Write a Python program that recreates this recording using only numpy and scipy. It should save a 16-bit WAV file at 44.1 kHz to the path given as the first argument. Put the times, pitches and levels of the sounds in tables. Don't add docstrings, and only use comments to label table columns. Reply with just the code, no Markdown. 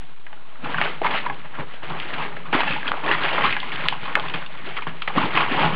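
import sys
import numpy as np
from scipy import signal
from scipy.fft import rfft, irfft, next_fast_len
from scipy.io import wavfile
from scipy.ndimage import map_coordinates

SR = 44100
rng = np.random.default_rng(int(sys.argv[2]) if len(sys.argv) > 2 else 0)


def makeup_ratio(level_db):
    decades = np.asarray(level_db, float) / 20
    return 10 ** decades


def to_wav(sig):
    pcm = np.clip(np.atleast_2d(sig), -1, 1) * 32767
    pcm = np.round(pcm).astype(np.int16)
    wavfile.write(sys.argv[1], SR, pcm.T)


N = 253575


def unit(x):
    return x / np.sqrt(np.mean(x ** 2) + 1e-20)


def along(points, hz):
    point_hz, value = np.transpose(points)
    return np.interp(np.log(hz + 1), np.log(point_hz + 1), value)


def wobble(rate):
    knots = rng.standard_normal(int(N * rate / SR) + 4)
    return map_coordinates(knots, [np.arange(N) * rate / SR])


def coloured(x, points):
    size = next_fast_len(N + SR // 2)
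    response = makeup_ratio(along(points, np.fft.rfftfreq(size, 1 / SR)))
    return irfft(rfft(x, size) * response, size)[..., :N]


def placed(times, sounds):
    at = np.round(times * SR).astype(int)[:, None] + np.arange(sounds.shape[1])
    return np.bincount(at.ravel(), sounds.ravel(), N + SR)[:N]


# (frequency [Hz], level per Hz [dB])
AIR_COLOUR = [(40, -19.5), (150, -10), (450, -1), (700, -4), (1500, -11.5), (4000, 3.5)]


def air():
    hush = unit(coloured(rng.standard_normal(N), AIR_COLOUR))
    return makeup_ratio(-48 + 0.29 * wobble(3.2)) * hush


# (frequency [Hz], time to fall 60 dB [s])
WALL_DECAY = [(150, 0.6), (1000, 0.33), (3500, 0.3)]


def tunnel(x):
    hz, t, noise = signal.stft(rng.standard_normal(SR // 2), SR, nperseg=256)
    fading = makeup_ratio(-60 * t / along(WALL_DECAY, hz)[:, None])
    tail = signal.istft(noise * fading, SR, nperseg=256)[1]
    late = np.pad(x, (150, 0))
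    return signal.fftconvolve(late, tail / np.linalg.norm(tail))[:N]


# (time [s], peak level [dB], pitch [Hz], time to fall 60 dB [s])
HEEL_THUDS = [(0.636, -26.5, 190, 0.1), (0.785, -36, 180, 0.11), (1.016, -18.5, 342, 0.049),
              (1.59, -27, 135, 0.21), (1.83, -35, 361.4, 0.15), (1.917, -19, 138.5, 0.03),
              (2.136, -29.5, 146, 0.06), (2.549, -8, 255, 0.035), (2.67, -36, 190, 0.16),
              (2.856, -33, 254, 0.23), (2.911, -22.5, 226.6, 0.037), (3.038, -21, 314, 0.031),
              (3.674, -42, 166, 0.021), (3.817, -60, 136, 0.15), (4.043, -33.5, 152, 0.063),
              (4.149, -27, 213, 0.08), (4.345, -21, 140, 0.068), (4.872, -25.5, 153, 0.086),
              (5.093, -28.5, 193, 0.027), (5.172, -11, 283, 0.083), (5.348, -23.5, 318.6, 0.08),
              (5.529, -27, 328.5, 0.23), (5.6, -23, 285, 0.05), (5.642, -19, 142.5, 0.1)]


def thuds():
    s, db, hz, t60 = np.transpose(HEEL_THUDS)[..., None]
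    t = np.arange(6000) / SR
    shape = makeup_ratio(-60 * t / t60) * (1 - np.exp(-t / 0.00078))
    shaken = 0.064 * np.cumsum(rng.standard_normal((len(s), len(t))), axis=1)
    rings = np.sin(2 * np.pi * hz * t + shaken)
    return placed(s[:, 0], makeup_ratio(db + 0.5) * shape * rings)


# (time of the top [s], peak level
# [dB], pitch [Hz])
STONE_NOTES = [(0.747, -19.5, 1143), (0.856, -17, 648), (1.018, -15, 690), (1.047, -12.5, 957),
               (1.065, -16, 940), (1.266, -14, 984), (1.301, -22.5, 784), (1.909, -23.5, 790),
               (2.228, -26.5, 818), (2.531, -19, 774), (2.553, -13.5, 1020), (2.605, -20.5, 880),
               (2.635, -19, 1063), (2.676, -20, 854), (2.765, -18, 860), (2.978, -24, 782),
               (3.092, -16, 947), (3.107, -15.5, 1156), (3.152, -18.5, 1090), (3.246, -19.5, 1093),
               (3.383, -17, 1064), (3.446, -14.5, 1073), (3.454, -14, 1240), (3.478, -21, 1117),
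               (3.568, -28.5, 940), (3.634, -27.5, 1010), (3.927, -23.5, 910), (4.241, -26, 1030),
               (4.349, -24.5, 987), (4.789, -24, 1256), (4.87, -25, 1076), (5.022, -30, 1295),
               (5.079, -22, 1280), (5.16, -17.5, 522), (5.182, -14.5, 1147), (5.262, -24.5, 437),
               (5.376, -16, 1080), (5.402, -15, 1080), (5.411, -11.5, 990), (5.43, -15.5, 1115),
               (5.483, -24, 1030), (5.548, -17, 774), (5.616, -18.5, 1090), (5.647, -18, 887),
               (5.706, -21.5, 950),
               (0.331, -36, 1530), (0.746, -23.5, 1505), (0.786, -18.5, 1520), (1.05, -22, 2130),
              (1.112, -22.5, 3370), (1.176, -22, 1840), (1.301, -21, 1730), (1.456, -32, 1775),
              (1.542, -30, 1640), (2.184, -24.5, 2230), (2.368, -30, 1600), (2.543, -23.5, 3270),
              (2.545, -16, 1906), (2.607, -19.5, 2610), (2.682, -16.5, 2655), (2.726, -18.5, 2580),
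              (2.831, -23.5, 1676), (2.87, -21, 2590), (2.88, -21, 2420), (2.88, -20, 3280),
              (2.889, -18.5, 1554), (3.043, -25.5, 2550), (3.063, -25, 2410), (3.081, -12, 1780),
              (3.093, -17.5, 2700), (3.114, -14.5, 1770), (3.115, -17, 2790), (3.151, -19, 2020),
              (3.284, -19.5, 2480), (3.285, -23, 3050), (3.299, -22.5, 2250), (3.33, -27, 3090),
              (3.382, -17, 2120), (3.385, -17.5, 1510), (3.42, -20.5, 2320), (3.421, -19, 3070),
              (3.527, -21.5, 2110), (3.567, -24, 1640), (3.604, -24.5, 3240), (3.631, -21.5, 2030),
              (3.72, -24, 2200), (3.759, -23.5, 2980), (3.93, -29, 3040), (3.934, -26, 2620),
              (4.198, -24, 2840), (4.286, -26.5, 3480), (4.341, -18.5, 2510), (4.342, -22, 3240),
              (4.344, -24, 1830), (4.777, -25.5, 3360), (4.87, -25, 1630), (5.021, -22, 2840),
              (5.021, -29.5, 2250), (5.021, -28, 3920), (5.078, -22, 2210), (5.079, -22, 1850),
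              (5.308, -22, 2130), (5.374, -16, 2080), (5.377, -13.5, 2550), (5.407, -17.5, 1570),
               (.777, -24, 2900), (.82, -17, 2300), (.824, -18, 1300), (.862, -20, 1500),
                  (1.023, -17, 500), (1.057, -15, 900), (1.069, -17, 2200), (1.147, -19, 800),
                  (1.16, -21, 2900), (1.253, -25, 2500), (1.268, -21, 1700), (1.31, -23, 1050),
                  (1.6, -24, 600), (2.137, -28, 2800), (2.62, -17, 1600), (2.714, -20, 2500),
                  (2.786, -23, 900), (2.859, -23, 1650), (3.255, -19, 1200), (3.41, -19, 1100),
                  (3.508, -20, 2300), (3.857, -21, 1000), (4.161, -19, 1300), (4.17, -19, 1100),
                  (4.178, -22, 1500), (4.19, -21, 1200), (4.3, -27, 2900), (4.39, -29, 2800),
                  (4.426, -29, 1500), (4.775, -23, 2000), (4.825, -27, 2200), (5.179, -18, 330),
                  (5.217, -16, 900), (5.237, -18, 1000), (5.346, -19, 1100), (5.366, -18, 1150),
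                  (5.395, -18, 2600), (5.583, -16, 900), (5.61, -17, 600), (5.635, -18, 800),
                  (5.68, -19, 1000)]


def notes():
    s, db, hz = np.transpose(STONE_NOTES)[..., None]
    t = np.arange(900) / SR
    rise_s = .0008 + 0.55 / hz
    u = t / rise_s
    swell = (u / 2) ** 2 * np.exp(2 - u)
    start = (s - 2 * rise_s)[:, 0]
    return placed(start, makeup_ratio(db + 0.3) * swell * np.sin(2 * np.pi * hz * t))


def resonance(f, hz, width_hz):
    return 1j * f * width_hz / (hz * hz - f * f + 1j * f * width_hz)


def stones(rows, push, low_width_hz, high_width_hz):
    s, db, low_hz, high_hz, share_db = np.transpose(rows)[..., None]
    f = np.fft.rfftfreq(push.shape[1], 1 / SR)
    high = np.clip(makeup_ratio(share_db), 0, 1)
    low = np.sqrt(1.02 - high ** 2)
    low_ring = low * resonance(f, low_hz, low_width_hz) ** 2
    high_ring = high * resonance(f, high_hz, high_width_hz) ** 2
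    sound = irfft(rfft(push) * (low_ring + high_ring), push.shape[1])
    return placed(s[:, 0], makeup_ratio(db) * sound / abs(sound).max(axis=1, keepdims=True))


# (time [s], peak level [dB], low ring [Hz], high ring [Hz], share of the high ring [dB])
FEW_KNOCK = [(0.613, -50, 1340, 2130, -5), (0.852, -11.5, 638, 1670, -13.5), (1.046, -5, 930, 1650, -18),
             (1.172, -21, 1440, 1960, -8.5), (1.738, -24, 525, 1630, -5.5), (1.902, -18, 755, 1870, -18),
             (2.028, -20, 1590, 2640, -4), (2.484, -23.5, 1550, 1630, -10), (2.707, -11.5, 1630, 2730, 3),
             (2.969, -18, 764, 2590, -3), (3.146, -11.5, 1016, 2050, -18), (3.288, -7, 1035, 2210, 0.5),
             (3.411, -15, 1045, 3000, -7.5), (3.507, -10, 1110, 2400, -3), (3.757, -15, 1084, 2800, 3),
             (3.924, -10.5, 950, 1820, -5.5), (4.281, -15.5, 1026, 2770, -2.5), (4.297, -18, 1050, 2590, 3),
             (4.42, -22, 940, 1710, -9), (4.461, -20.5, 1320, 2830, -0.5), (4.688, -23, 1260, 2720, 1),
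             (4.707, -23.5, 1255, 2500, 2), (4.342, -13.5, 1020, 2580, -1.5),
             (4.573, -26.5, 1140, 2840, -2.5), (4.784, -16, 1275, 1740, -8), (5.179, -6, 1160, 2070, -11),
             (5.406, -4.5, 1125, 1720, -7)]
# (time [s], peak level [dB], low ring [Hz], high ring [Hz], high share [dB])
HANDFUL_CRUNCH = [(0.643, -18, 1403, 2160, -5), (1.058, -6.5, 956, 1620, -7), (1.107, -13, 912, 1640, -4),
                  (1.26, -16, 1100, 1900, -5), (1.454, -30, 716, 1760, -5.5),
                  (1.833, -19.5, 620, 1580, -11), (2.134, -16.5, 700, 2020, 5.5),
                  (2.365, -18, 555, 1550, -5), (2.538, -5.5, 1100, 1630, -4), (2.673, -14.5, 804, 1770, -2),
                  (2.876, -10.5, 1650, 3100, -2.5), (3.188, -15.5, 1246, 2020, -14.5),
                  (3.255, -15, 1120, 1970, -15), (3.436, -6, 1057, 2250, -9), (3.856, -12, 890, 2960, -9),
                  (4.053, -16.5, 1040, 2500, -5), (4.546, -25, 863, 2360, -8),
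                  (4.766, -11.5, 1210, 2090, -3), (4.821, -15.5, 1074, 2120, -2.5),
                  (5.099, -17, 970, 1800, -14), (5.305, -19, 890, 2170, -8), (5.344, -14, 1126, 2110, -14),
                  (5.428, -15, 1124, 1660, -4), (5.617, -12.5, 915, 2650, -4.5)]
# (time [s], peak level [dB], low ring [Hz], high ring [Hz], high share [dB])
MANY_SLIDE = [(1.541, -22.5, 1550, 1580, 1), (1.592, -19, 766, 1600, -5.5), (2.177, -16, 890, 2240, -8),
              (2.218, -16, 943, 1710, -2.5), (2.452, -23, 1240, 2060, -6), (2.869, -23, 1560, 3230, -8),
              (3.035, -15, 1010, 1650, -7.5), (3.077, -10, 953, 1680, -5), (3.112, -5, 1083, 1705, 2.5),
              (3.44, -9, 1070, 1890, -16), (3.717, -16, 904, 2270, -1.5), (3.792, -14, 766, 1870, -3),
              (4.078, -17.5, 1105, 2056, -15.5), (4.239, -26.5, 960, 1860, -16),
              (4.668, -19.5, 473, 1700, -6.5), (5.152, -15.5, 530, 1650, -19),
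              (5.208, -14, 1340, 2400, -2.5), (5.558, -11.5, 715, 2710, -7.5),
              (5.588, -11, 1080, 2150, -0.5)]


def crunches():
    t = np.arange(4096) / SR
    rows = [*FEW_KNOCK, *HANDFUL_CRUNCH, *MANY_SLIDE]
    counts = [len(FEW_KNOCK), len(HANDFUL_CRUNCH), len(MANY_SLIDE)]
    swell_s = np.repeat([.003, 0.0067, .014], counts)[:, None]
    u = t / swell_s
    sign, size = rng.standard_normal((2, len(rows), len(t)))
    push = sign * makeup_ratio(5 * size) * np.sqrt(u) * np.exp(-u)
    return makeup_ratio(-3) * stones(rows, push, 700, 1500)


# (time [s], peak level [dB], low ring [Hz], high ring [Hz], high share [dB])
SINGLE_BLOWS = [(0.266, -24, 1580, 1670, 1), (0.329, -23.5, 870, 1687, -9), (0.556, -30, 1310, 1680, -9.5),
                (0.744, -12, 1500, 1530, -2), (0.783, -10.5, 1340, 1570, -7.5), (0.814, -2, 890, 1694, -3),
                (1.017, -11, 643, 1600, -14), (1.175, -16.5, 1430, 1900, -2.5),
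                (1.298, -14.5, 833, 1690, -4.5), (2.528, -10, 688, 1740, -12), (2.605, -5, 950, 2590, -3),
                (2.83, -19.5, 1000, 1690, -5.5), (3.38, -9, 1450, 2130, -11.5), (3.526, -5, 1500, 2190, 0),
                (3.566, -8.5, 850, 1670, -2.5), (3.601, -15, 1090, 3220, 0), (3.629, -17, 946, 2010, -8),
                (4.197, -10.5, 1330, 2940, -2.5), (4.338, -15.5, 1020, 2520, -3.5),
                (4.868, -18.5, 1040, 1590, -9), (5.02, -13.5, 1330, 2650, -2), (5.076, -8, 1264, 1850, -2),
                (5.374, -5.5, 1000, 2370, -6), (5.481, -22, 1150, 2140, -14.5)]
# (time [s], peak level [dB], low ring [Hz], high ring [Hz], high share [dB])
HARD_BLOWS = [
    (2.9172, -3, 1020, 950, -11),
    (2.634, -11.5, 1040, 1700, 0.5),
    (2, -11, 1400, 2600, 0.5),
    (4.1558, -2.5, 1900, 1500, -11),
    (2.55, -2, 930, 1800, -4),
    (4.4, -26.5, 1135, 2100, -2),
]
# (time [s], peak level [dB], low ring [Hz], high ring [Hz], high share [dB])
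OVERLOADING_BLOWS = [
    (3.88495, 5.2, 1900, 2800, -1),
    (4.1535, 1.6, 1800, 1850, -9),
]


def clacks():
    rows = np.array([*SINGLE_BLOWS, *HARD_BLOWS, *OVERLOADING_BLOWS])
    t = np.arange(4096) / SR
    hard = np.arange(len(rows))[:, None] >= len(SINGLE_BLOWS)
    rattle_t60_s = np.where(hard, 0.018, 0.054)
    push = 0.077 * rng.standard_normal((len(rows), len(t))) * makeup_ratio(-60 * t / rattle_t60_s)
    push[:, :30] = 0
    push[:, 30] = 1
    return stones(rows, push, np.where(hard, 900, 610), np.where(hard, 2100, 1150))


# (time [s], middle stones level [dB], time to fade [s], grit over them [dB], large stones over them [dB])
SOLE_LANDINGS = [
    (0.001, -48.5, .1, 4, 1),
    (1.032, -22.5, 0.27, -1.5, -6.5),
    (1.83, -39, 0.14, 5.5, -10.5),
    (2.531, -24, .25, 3.5, -7),
    (2.531, -21, .07, 1, -5),
    (4.165, -20, 0.046, -14, -15.5),
    (4.342, -30, 0.1, 5, 1),
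    (4.869, -35.5, 0.12, 2.5, 5),
    (5.08, -26.5, 0.055, 3, -8.5),
]
# (middle time [s], middle stones level [dB], length [s], grit over them [dB], large stones over them [dB])
SOLE_DRAGS = [(.65, -34.5, 0.09, -1.5, -1), (.73, -33, 0.17, 1.5, 0.5), (.84, -29.5, 0.18, 2, -7),
              (1.17, -32.5, 0.083, 10.5, -7.5), (1.29, -34, 0.15, -4.5, -0.5), (1.6, -32, 0.08, -5, -5),
              (1.92, -32, 0.21, -5.5, -4), (2.19, -31.5, 0.26, 1, -5), (2.62, -28.5, 0.18, 3, -9),
              (2.73, -34, 0.16, 9.5, 2.5), (2.875, -29, 0.059, 0.5, -9), (3.12, -24, 0.2, 1, -5),
              (3.25, -32.5, 0.15, 7, -6), (3.35, -28.5, 0.26, 1.5, -9), (3.44, -28.5, 0.18, 4.5, 0.5),
              (3.86, -33, 0.3, 0.5, -4.5), (4.07, -35, 0.19, 3, -1), (4.79, -35.5, 0.12, 2, -10.5),
              (5.2, -24, 0.12, -1, -1.5), (5.26, -27, 0.094, 0, 0.5), (5.39, -22, 0.1, 2.5, -4.5),
              (5.51, -28.5, 0.45, 1.5, -0.5), (5.62, -19.5, 0.19, -2.5, -7), (5.73, -27, 0.26, 0.5, 0)]
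# (middle time [s], middle stones level [dB], length [s], grit over them [dB], large stones over them [dB])
HEAP_TRICKLES = [(.12, -50.5, 0.28, -6, -4), (0.421, -49, 0.71, -4.5, -5.5), (.96, -41, 0.17, 3.5, -1.5),
                 (1.483, -41.5, 0.32, -1, -3), (1.73, -42.5, 0.16, 2.5, -8), (2.049, -41.5, 0.25, 6.5, -1),
                 (2.37, -43, 0.53, 0, 4), (2.97, -34, 0.2, -6, -10), (3.56, -43, 0.19, 12, 1),
                 (3.72, -39, 0.58, 3.5, -2), (4.237, -36.5, 0.23, 3.5, 3), (4.5, -43, 0.55, 3, -3),
                 (4.67, -40.5, 0.37, 2, -0.5), (5.02, -43.5, 0.18, 1, -5.5)]


def pressure():
    t = np.arange(0, N, 32) / SR
    land, swell = np.array(SOLE_LANDINGS), np.array([*SOLE_DRAGS, *HEAP_TRICKLES])
    after = t - land[:, :1]
    rise_s, fade_db, edge_db = 0.0058, 18.5, 11.5
    fading = -fade_db * np.maximum(after / land[:, 2:3], -after / rise_s)
    arched = -edge_db * (2 * (t - swell[:, :1]) / swell[:, 2:3]) ** 2
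    rows = np.vstack([land, swell])
    power = makeup_ratio(2 * (rows[:, 1:2] + np.vstack([fading, arched])))
    shares = makeup_ratio(2 * np.array([0 * rows[:, 3], rows[:, 3], rows[:, 4]]))
    return [np.interp(np.arange(N) / SR, t, 10 * np.log10(p + 1e-9)) for p in shares @ power]


def grains(hz, octaves, cycles, spread_db, count, size):
    when, odds = rng.random((2, count))
    scattered = hz * 2 ** (octaves * rng.standard_normal((count, 1)))
    pitch = np.maximum(scattered, 110)
    turns = pitch * np.arange(size) / SR
    build = 1 - np.exp(-turns / 0.7)
    rings = np.sin(2 * np.pi * turns) * makeup_ratio(-60 * turns / cycles) * build
    strength = makeup_ratio(np.minimum(-spread_db * np.log(1 - odds), 14))
    return unit(placed(when * N / SR, strength[:, None] * rings))


def tread():
    middle_db, grit_db, large_db = pressure()
    jerk = wobble(35)
    middle = grains(1000, .45, 16, 3.1, count=7000, size=560)
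    grit = grains(2400, .45, 13, 2.2, count=16000, size=280)
    cobbles = grains(450, .38, 17, 1.9, count=2500, size=1200)
    large = grains(170, 0.36, 12, 1.7, count=1200, size=2600)
    cobbles_db = (middle_db + large_db) / 2 - 4.0
    return (makeup_ratio(middle_db + 1.6 * jerk + 1.7 * wobble(24)) * middle
            + makeup_ratio(grit_db + 1.4 * jerk + 1.4 * wobble(20)) * grit
            + makeup_ratio(cobbles_db + 2.2 * jerk) * cobbles
            + makeup_ratio(large_db - 3.5 + 0.67 * jerk + 1.5 * wobble(12)) * large)


def scene():
    hits = clacks() + crunches() + thuds() + notes()
    grinding = tread()
    echo = tunnel(makeup_ratio(-12.5) * hits + makeup_ratio(-10.5) * grinding)
    lull_s, lull_length_s = .191, .0085
    from_lull = np.arange(N) / SR - lull_s
    lull = np.clip((2 * from_lull / lull_length_s) ** 4, .1, 1)
    return lull * (hits + makeup_ratio(-1.0) * grinding + echo + air())[None]


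def low_pass(x):
    return signal.sosfilt(signal.butter(12, 12300, fs=SR, output="sos"), x)


# (frequency [Hz], level [dB])
MICROPHONE_COLOUR = [(30, -26), (70, -5), (100, -11), (140, 0), (200, 0), (600, -4), (1100, 0),
                     (1400, -0.5), (2500, -2), (3300, -0.5), (3900, -3.5), (6000, -39.5)]
# (frequency [Hz], level [dB])
SAMPLE_SMOOTHING = [(2000, -0.5), (3000, -0.5), (3600, -2), (4000, -4.5), (4400, -12), (4800, -23.5),
                    (5000, -30.5), (5200, -38), (5400, -94.5)]
# (frequency [Hz], level [dB])
EDGE_SMOOTHING = [(5500, 0), (8000, -2), (12500, -9)]


def record(dry):
    stored_rate_hz, step, offset = 8000, .0074, -.0663
    count = N * stored_rate_hz // SR
    heard = signal.resample(coloured(dry[0], MICROPHONE_COLOUR), count)
    stored = np.fft.fft(step * np.round(heard / step))
    bins = np.arange(N // 2 + 1)
    smoothing = makeup_ratio(along(SAMPLE_SMOOTHING, bins * SR / N))
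    mirrored = stored[bins % count] * smoothing
    played = irfft(mirrored, N) * N / count + offset
    clipped = np.clip(played, -.965, .94)
    return low_pass(coloured(clipped, EDGE_SMOOTHING)[None])


dry = scene()
out = record(dry)
to_wav(out)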